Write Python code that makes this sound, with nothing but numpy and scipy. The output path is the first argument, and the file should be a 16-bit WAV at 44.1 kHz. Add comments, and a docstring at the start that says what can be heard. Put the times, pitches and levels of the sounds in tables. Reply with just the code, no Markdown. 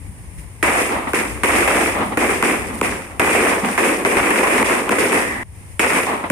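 """Firecrackers at night among houses and palms. First wind rumble, faint hiss and a far drone.
At 0.6 s one sharp crack: direct blast, a clatter of reflections, a hollow ring, dull far-wall echoes.
From 1.1 s quick runs, with fizzes and distant bangs between; a limiter holds each run at one level.
A hollow rush follows the longest run. At 5.4 s the reverberation breaks off and the drone is at its peak.
Two single cracks close the scene."""
import sys
import numpy as np
from scipy import signal
from scipy.fft import rfft, irfft, next_fast_len
from scipy.io import wavfile
from scipy.ndimage import uniform_filter1d

SR = 44100
rng = np.random.default_rng(int(sys.argv[2]) if len(sys.argv) > 2 else 0)


def wav_out(sig):
    """Save sig, one row per channel (or a flat mono array), as 16-bit PCM at SR to the path in sys.argv[1]."""
    wavfile.write(sys.argv[1], SR, np.round(np.clip(np.atleast_2d(sig).T, -1, 1) * 32767).astype(np.int16))


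N = 278271
N_FFT = next_fast_len(N, True)
TIME_S = np.arange(N) / SR
AGE_S = TIME_S[:SR // 40]   # time axis of one blast
FREQ_HZ = np.maximum(np.fft.rfftfreq(N_FFT, 1 / SR), 1)
BREAK_S = 5.433   # tails begun earlier stop here

# Table levels are relative.
# diffuse field: f/Hz, left-right correlation
COHERENCE = [(50, 0.17), (130, 0.81), (220, 0.93), (340, 0.87), (500, 0.61), (1000, 0.095), (2000, -0.12),
             (9000, -0.036)]
# wind spectrum: f/Hz, level/dB
WIND_SPECTRUM = [(22, -32), (31, -34), (50, 1.5), (80, 0), (108, -5.5), (135, -13.5), (170, -9), (300, -28),
                 (500, -57)]
# slow course of the wind: t/s, level/dB
WIND_COURSE = [(0, -37), (1, -37.5), (1.7, -34), (3.5, -38), (4.3, -43), (6.31, -46)]
# wind puffs on the microphone: t/s, peak/dB
PUFFS = [(0.09, -31), (0.39, -32), (1.35, -25), (4.669, -34)]
# course of the far drone: t/s, level/dB
DRONE_COURSE = [(0, -46), (4.7, -49), (5.4, -37.5), (6.31, -43)]
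# spectrum of hiss and fizzes: f/Hz, level/dB
HISS_SPECTRUM = [(400, 4.5), (700, 0), (1000, 3.5), (1400, -6.5), (2050, 3), (3500, -12), (4300, -15.5),
                 (5100, -11), (6300, -11.5), (7600, -8), (8400, -2.5), (9400, 3), (10200, -0.5),
                 (11300, -13), (15000, -15.5)]
# crackly fizzes: t/s, level/dB, T60/s
FIZZES = [(0.374, -36, 0.23), (1.075, -32.5, 0.29), (1.27, -36, 0.7), (2.022, -37.5, 1), (2.664, -33, 0.23),
          (2.73, -29.5, 0.23), (2.77, -29, 0.15), (3.704, -25.5, 0.31), (5.545, -43, .15),
          (5.708, -35, 0.08)]
# dull far thuds and clatter, late echoes and distant bangs: t/s, clatter/dB, thud/dB
FAR_SOUNDS = [(1.972, -14, -29), (2.003, -7.5, -32), (2.05, -16, -26), (2.679, -19, -26), (3.63, -30, -20),
              (3.99, -17.5, -22), (5.349, -18, -31.5), (6.08, -23, -31)]
# far-wall echoes: delay/s, clatter/dB, clatter time constant/s, slap/dB
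WALLS = [(0.271, -21, 0.11, -16), (0.333, -16, 0.015, -16), (.442, -14.5, 0.016, -14.5)]
# bursts of one wall slap: f/Hz, delay/s, rise/s, level/dB
SLAP_BURSTS = [(1870, 0.0035, 0.0023, -8), (1091, 0.0021, 0.0023, -7), (290, .003, 0.0026, -10)]
# reverberation spectrum, lows and mids: f/Hz, level/dB
REVERB_BODY = [(150, -6.5), (180, -4.5), (240, -3.5), (330, -2.1), (395, -2), (460, -2.5), (540, -0.5),
               (620, -4), (780, -1), (860, -5.5), (1000, -1.5), (1470, -7.5), (1980, -1), (2520, -4),
               (2950, -17)]
# reverberation spectrum, treble: f/Hz, level/dB
REVERB_TREBLE = [(2500, 18), (3200, -19.5), (4200, -30), (5100, -22.5), (6300, -24), (8000, -18),
                 (9300, -12), (10700, -23), (13000, -28), (15500, -37)]
# bursts of one blast, high to low: f/Hz, delay/s, rise/s, level/dB, boost with weakness/(dB/dB)
BLAST_BURSTS = [(2086, 0.000697, 0.00042, -2.5, .27), (1500, 0.000803, 0.00042, -3, .15),
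                (1048, 0.00264, 0.00061, -3, 0.2641), (427, 0.00419, 0.0011, -6.5, .33),
                (258, 0.00457, 0.0021, -13, .52)]
# near bangs: t/s, strength/dB, extra boom/dB, extra crack/dB, reflection delay/s, ring pitch/Hz
BANGS = [(0.627, 1.5, -0.5, -1.5, 0.0016, 360), (1.1334, -13, 4.5, 5, 0.0076, 290),
         (1.434, -3.5, 1, 0, 0.0019, 407), (1.559, -10, 4, -2, .001, 400), (1.675, 0, 3, -11, 0.0011, 530),
         (2.172, -9, 7.5, 2.5, 0.0011, 290), (2.292, -16, 2, 3, 0.0012, 327),
         (2.4254, -9, 6.5, 5.5, 0.0067, 283), (2.8126, -14.5, 4.5, 9.5, 0.011, 263),
         (3.1956, -0.5, 3, 0.5, 0.0017, 356), (3.349, -2.5, 5, -8, 0.0012, 510),
         (3.647, -18, -8, 3, 0.0024, 259), (3.694, -37, -8, 5, .002, 300), (3.777, -9, 8, 1.5, 0.002, 382),
         (3.838, -12.5, 6.5, 2, 0.0022, 394), (4.0491, -8.5, 6, 4, 0.0024, 390),
         (4.168, 4.5, 3.5, -11, 0.0011, 374), (4.304, -2, 4.5, 0, 0.00093, 400),
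         (4.43, -1, 3.5, -14, .001, 480), (4.564, -12, 6, 5, 0.0018, 540), (4.627, -8.5, 5, 8, 0.015, 380),
         (4.8918, -14, 8.5, 8, 0.014, 320), (4.98, -11.5, 6.5, -7, 0.0028, 395),
         (5.025, -17.5, 0, 4, .003, 323), (5.111, -12, 7.5, -4, 0.0078, 376),
         (5.143, -17.5, 1, 6, .002, 328), (5.794, 1.5, 0.5, -1, 0.0011, 454),
         (6.300, -17, 13, 14, 0.0056, 352)]

SIZZLE_SLOPE, THUD_SLOPE, ECHO_SLOPE, RING_SLOPE = 0.9, 0.32, 1.17, 1.05   # dB per dB of strength


def from_db(db):
    """Decibels to gain."""
    return 10 ** (np.asarray(db) / 20)


def unit_rms(x):
    """Scale to rms 1."""
    return x / np.sqrt(np.mean(x ** 2) + 1e-20)


def over_time(points):
    """Table interpolated per sample."""
    return np.interp(TIME_S, *np.transpose(points))


def over_freq(points):
    """Table interpolated per bin, log axis."""
    hz, value = np.transpose(points)
    return np.interp(np.log(FREQ_HZ), np.log(hz), value)


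def lowpass(hz, order=8):
    """Low-pass gain per bin."""
    return 1 / (1 + (FREQ_HZ / hz) ** order)


def highpass(hz, order=8):
    """Complement of the low-pass."""
    return 1 - lowpass(hz, order)


def resonance(hz, half_width_hz):
    """Gain per bin of one peak."""
    return 1 / (1 + ((FREQ_HZ - hz) / half_width_hz) ** 2)


def to_spectrum(x):
    """Samples to bins."""
    return rfft(np.float32(x), N_FFT)


def to_samples(spectrum, gain):
    """Bins to samples, through a gain per bin."""
    return irfft(np.complex64(spectrum * np.float32(gain)), N_FFT)[..., :N]


def diffuse(pair):
    """Stereo spectrum from two noises: alike in the low mids, unrelated in the treble."""
    coherence = np.float32(over_freq(COHERENCE))
    mid, side = to_spectrum(pair) * np.sqrt([1 + coherence, 1 - coherence])
    return np.array([mid + side, mid - side])


def diffuse_noise():
    """Spectrum of diffuse white noise."""
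    return diffuse(rng.standard_normal((2, N), dtype=np.float32))


def reflections(per_s, spread_db, wash_gain):
    """Spectrum of random, uneven arrivals over a smooth wash."""
    arrives = rng.random((2, N), dtype=np.float32) < per_s / SR
    size, wash = rng.standard_normal((2, 2, N), dtype=np.float32)
    clicks = np.zeros((2, N), np.float32)
    clicks[arrives] = np.sign(size[arrives]) * from_db(spread_db * np.abs(size[arrives]))
    return diffuse(unit_rms(clicks) + wash_gain * wash)


def flutter(depth_db, per_s):
    """Wandering gain: reflections and gusts come in clusters."""
    knots = rng.standard_normal(1000)
    return from_db(depth_db * np.interp(TIME_S * per_s, np.arange(len(knots)), knots))


def decays(starts_s, levels_db, t60s_s, rise_s):
    """Envelope of overlapping decays; powers add."""
    power = np.zeros(N)
    for t, db, t60 in np.broadcast(starts_s, levels_db, t60s_s):
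        end_s = min(t + t60, BREAK_S) if t < BREAK_S else t + t60
        span = slice(int(t * SR), int(end_s * SR))
        age = np.float32(np.maximum(TIME_S[span] - t, 0))
        fall = np.exp(age * float(-np.log(1000) / t60))
        power[span] += (from_db(db) * fall * (1 - np.exp(-age / rise_s))) ** 2
    return np.sqrt(power)


def pressure_wave(bursts, sag=0.27, detune=0.054, spread_db=2.5, ear_lag_s=0.00006):
    """Short stereo bursts that swell, sag in pitch and die."""
    wave, age = 0, AGE_S + ear_lag_s * rng.standard_normal((2, 1))
    for hz, delay_s, rise_s, db in bursts:
        u = np.maximum(age - delay_s, 0) / rise_s
        pitch_hz = hz * (1 + detune * rng.standard_normal())
        cycles = pitch_hz * rise_s * (u + sag * (1 - np.exp(-u)))
        envelope = from_db(db + spread_db * rng.standard_normal()) * u * np.exp(1 - u)
        wave = wave + envelope * np.sin(2 * np.pi * (cycles + rng.random()))
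    return signal.sosfilt(signal.butter(2, 145, "high", fs=SR, output="sos"), wave)


def scattered(waves, scatter_db, tau_s):
    """Rough ground or foliage trails a short smear behind each wave."""
    smear = from_db(scatter_db) * rng.standard_normal(np.shape(waves)) * np.exp(-AGE_S / tau_s)
    smear[..., 0] = 1
    return signal.fftconvolve(waves, smear, axes=2)[..., :len(AGE_S)]


def placed(events, waves):
    """Sum of short waves, one per event (t/s, level/dB)."""
    mix = np.zeros((2, N + SR))
    for (t, db), wave in zip(events, waves):
        start = int(t * SR)
        mix[:, start:start + len(AGE_S)] += from_db(db) * wave
    return mix[:, :N]


def wind(air):
    """Lumpy low rumble, with puffs on the microphone."""
    rumble = unit_rms(to_samples(air, from_db(over_freq(WIND_SPECTRUM)) * lowpass(630)))
    puffs = sum(from_db(db) * np.exp(-((TIME_S - t) / 0.027) ** 2) for t, db in PUFFS)
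    gusts = from_db(over_time(WIND_COURSE)) * flutter(depth_db=1.5, per_s=14)
    return rumble * np.hypot(gusts, puffs) * from_db([[3.5], [-2.5]])


def hiss(air, level_db, dip_db, dip_s):
    """Thin, fluttering hiss; dips briefly at the break."""
    colour = from_db(over_freq(HISS_SPECTRUM)) * highpass(200)
    bands = lowpass(7300, order=24), highpass(7300, order=24)
    noise = sum(to_samples(air, colour * band) * flutter(depth_db=0.8, per_s=31) for band in bands)
    dip = (TIME_S > BREAK_S) * np.exp(-((TIME_S - BREAK_S) / dip_s) ** 2)
    return unit_rms(noise) * from_db(level_db - dip_db * dip)


def drone(hz, half_width_hz):
    """Far, low band of noise; grows towards the end."""
    noise = unit_rms(to_samples(diffuse_noise(), resonance(hz, half_width_hz)))
    return noise * from_db(over_time(DRONE_COURSE)) * from_db([[2.5], [-1.5]])


def fizzes(gain_db):
    """Thin sputtering between the bangs."""
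    t, db, t60 = np.transpose(FIZZES)
    colour = from_db(over_freq(HISS_SPECTRUM)) * highpass(1150)
    grains = to_samples(reflections(per_s=5400, spread_db=9, wash_gain=0.76), colour)
    return unit_rms(grains) * decays(t, db + gain_db, t60, rise_s=0.017)


def hollow_rush(start_s, level_db, t60_s, hz, half_width_hz):
    """Scattered sound ringing in one broad resonance."""
    field = to_samples(reflections(per_s=960, spread_db=4, wash_gain=0.78), resonance(hz, half_width_hz))
    return unit_rms(field) * decays([start_s], level_db, t60_s, rise_s=0.0061)


def thuds(centre_hz, near_db, far_db, t60_s):
    """The lows of each bang, near or far, bend round the houses and roll on."""
    near = [(t, near_db + THUD_SLOPE * db) for t, db, *_ in BANGS]
    far = [(t, far_db + db) for t, _, db in FAR_SOUNDS]
    t, db = np.transpose(near + far)
    field = to_samples(diffuse_noise(), lowpass(centre_hz) * highpass(centre_hz))
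    return unit_rms(field) * decays(t, db, t60_s, rise_s=0.0078)


def wall_echoes():
    """Echoes not cut by the break: t/s, clatter/dB, time constant/s, slap/dB."""
    return [(t + delay_s, ECHO_SLOPE * db + clatter_db, tau_s, ECHO_SLOPE * db + slap_db)
            for t, db, *_ in BANGS for delay_s, clatter_db, tau_s, slap_db in WALLS
            if not t < BREAK_S < t + delay_s]


def far_clatter(echo_db, far_db, far_tau_s):
    """Wall echoes and distant bangs, dulled by the air."""
    echoes = [(t, db + echo_db, tau_s) for t, db, tau_s, _ in wall_echoes()]
    distant = [(t, db + far_db, far_tau_s) for t, db, _ in FAR_SOUNDS]
    t, db, tau_s = np.transpose(echoes + distant)
    ripple_db = over_freq([(300, 6.5), (520, 2), (800, 6.5), (1120, 7.5), (1480, -2), (1950, 5)])
    colour = lowpass(1910, order=4) * highpass(181) * from_db(ripple_db)
    field = to_samples(reflections(per_s=1200, spread_db=-1, wash_gain=0.73), colour)
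    return unit_rms(field) * decays(t, db, tau_s * np.log(1000), rise_s=0.015)


def wall_slaps(gain_db, leaves_db, leaves_s):
    """Far walls throw the blast back, blurred by the palms."""
    events = [(t, db + gain_db) for t, _, _, db in wall_echoes()]
    waves = np.array([pressure_wave(SLAP_BURSTS) for _ in events])
    taper = np.sqrt(1 - AGE_S / AGE_S[-1])
    return placed(events, scattered(waves, leaves_db, leaves_s) * taper)


def lane_ring(gain_db, t60_s):
    """Each blast bounces between the house fronts at its own pitch."""
    field = to_samples(reflections(per_s=400, spread_db=1.5, wash_gain=0.55), 1)
    mix = np.zeros((2, N))
    for t, db, boom_db, _, delay_s, hz in BANGS:
        span = slice(int(t * SR), min(int((t + t60_s) * SR), N))
        band = signal.butter(2, hz * np.exp([-0.26, 0.26]), "band", fs=SR, output="sos")
        excitation = field[:, rng.integers(N // 2):][:, :span.stop - span.start]
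        envelope = decays([t + delay_s], RING_SLOPE * db + boom_db + gain_db, t60_s, rise_s=0.0013)
        mix[:, span] += unit_rms(signal.sosfilt(band, excitation)) * envelope[span]
    return mix * flutter(depth_db=1, per_s=45)


def crackle(per_s, spread_db, variants=4):
    """Near walls return whole copies of the blast at random moments."""
    arrives = rng.random(N) < per_s / SR
    clicks = arrives * from_db(spread_db * (2 * rng.random(N) - 1))
    variant = rng.integers(0, variants, N)
    return unit_rms(sum(signal.oaconvolve((clicks * (variant == k))[None], blast(0), axes=1)[:, :N]
                        for k in range(variants)))


def reverberation(boom_db, clatter_db, crackle_db, sizzle_db):
    """Houses and trees scatter each bang; the lows outlast the treble."""
    t, db, extra_boom_db, _, delay_s, _ = np.transpose(BANGS)
    onset_s = t + delay_s
    low, middle, body = lowpass(484), lowpass(2070), lowpass(3270, order=16)
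    treble = 1 - body
    colour = body * from_db(over_freq(REVERB_BODY)) + treble * from_db(over_freq(REVERB_TREBLE))
    colour *= highpass(184.5)
    field = reflections(per_s=2600, spread_db=-0.5, wash_gain=1.24)
    splits = low, middle - low, body - middle, treble * lowpass(7200), treble * highpass(7300)
    bands = np.array([to_samples(field, colour * split) for split in splits])
    lows, mids, upper, highs, top = bands / np.std(bands.sum(axis=0))
    clatter = mids * flutter(depth_db=2.5, per_s=70) + upper * flutter(depth_db=1, per_s=89)
    clatter += from_db(crackle_db) * crackle(per_s=120, spread_db=4.5)
    sizzle = highs * flutter(depth_db=1.85, per_s=90) + top
    return (lows * decays(onset_s, db + extra_boom_db + boom_db, t60s_s=1.005, rise_s=0.00068)
            + clatter * decays(onset_s, db + clatter_db, t60s_s=0.7125, rise_s=0.0016)
            + sizzle * decays(onset_s, SIZZLE_SLOPE * db + sizzle_db, t60s_s=0.8115, rise_s=0.0028))


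def blast(strength_db):
    """Whip-like wave of one bang; the weaker, the more thump after the crack."""
    return pressure_wave([(hz, delay_s, rise_s, db - boost * strength_db)
                          for hz, delay_s, rise_s, db, boost in BLAST_BURSTS])


def cracks(gain_db, snap_db, snap_s, ground_db, ground_s):
    """Direct blasts with a bright snap in front, thickened by ground scatter."""
    band = signal.butter(1, [7900, 10300], "band", fs=SR, output="sos")
    noise = unit_rms(signal.sosfilt(band, rng.standard_normal((len(BANGS), 2, len(AGE_S)))))
    snaps = from_db(snap_db) * noise * AGE_S / snap_s * np.exp(1 - AGE_S / snap_s)
    waves = scattered(snaps + [blast(db) for _, db, *_ in BANGS], ground_db, ground_s)
    return placed([(t, db + crack_db + gain_db) for t, db, _, crack_db, *_ in BANGS], waves)


def scene():
    """Cracks, their reverberation, far echoes and the night air."""
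    mix = cracks(gain_db=-2.5, snap_db=-13, snap_s=0.0011, ground_db=-28, ground_s=0.0045)
    mix += reverberation(boom_db=-6, clatter_db=-2, crackle_db=-6.5, sizzle_db=-1.5)
    mix += far_clatter(echo_db=3.5, far_db=-3, far_tau_s=0.029)
    mix += wall_slaps(gain_db=-1.5, leaves_db=-31, leaves_s=0.0089)
    mix += thuds(centre_hz=220, near_db=-28.5, far_db=-2.5, t60_s=0.79)
    mix += lane_ring(gain_db=-14, t60_s=0.62) + fizzes(gain_db=4)
    air = diffuse_noise()
    mix += hiss(air, level_db=-44.5, dip_db=7.5, dip_s=0.11) + wind(air) + drone(hz=94, half_width_hz=27)
    return mix + hollow_rush(start_s=5.14, level_db=-22.5, t60_s=2.4, hz=1925, half_width_hz=210)


def limiter(x, ceiling_db, window_s, lag_s, release_db_per_s):
    """Cuts the excess over the ceiling, then recovers steadily; a lag lets cracks through."""
    power = uniform_filter1d(np.mean(x ** 2, axis=0), int(window_s * SR))
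    level_db = 10 * np.log10(np.maximum(power, 1e-12))
    over_db = np.maximum(np.interp(TIME_S - lag_s, TIME_S, level_db) - ceiling_db, 0)
    ramp_db = release_db_per_s * TIME_S
    cut_db = np.maximum.accumulate(over_db + ramp_db) - ramp_db
    return x * from_db(-uniform_filter1d(cut_db, size=100))


def record(dry):
    """Two-band limiter, soft clip, 15.4 kHz low-pass."""
    bass = to_samples(to_spectrum(dry), lowpass(114))
    held = limiter(bass, ceiling_db=-30.5, window_s=0.021, lag_s=0, release_db_per_s=146)
    held += limiter(dry - bass, ceiling_db=-13, window_s=0.0073, lag_s=0.0022, release_db_per_s=103)
    return signal.sosfilt(signal.ellip(10, 0.2, 80, 15400, fs=SR, output="sos"), np.tanh(held))


dry = scene()
out = record(dry)
wav_out(out)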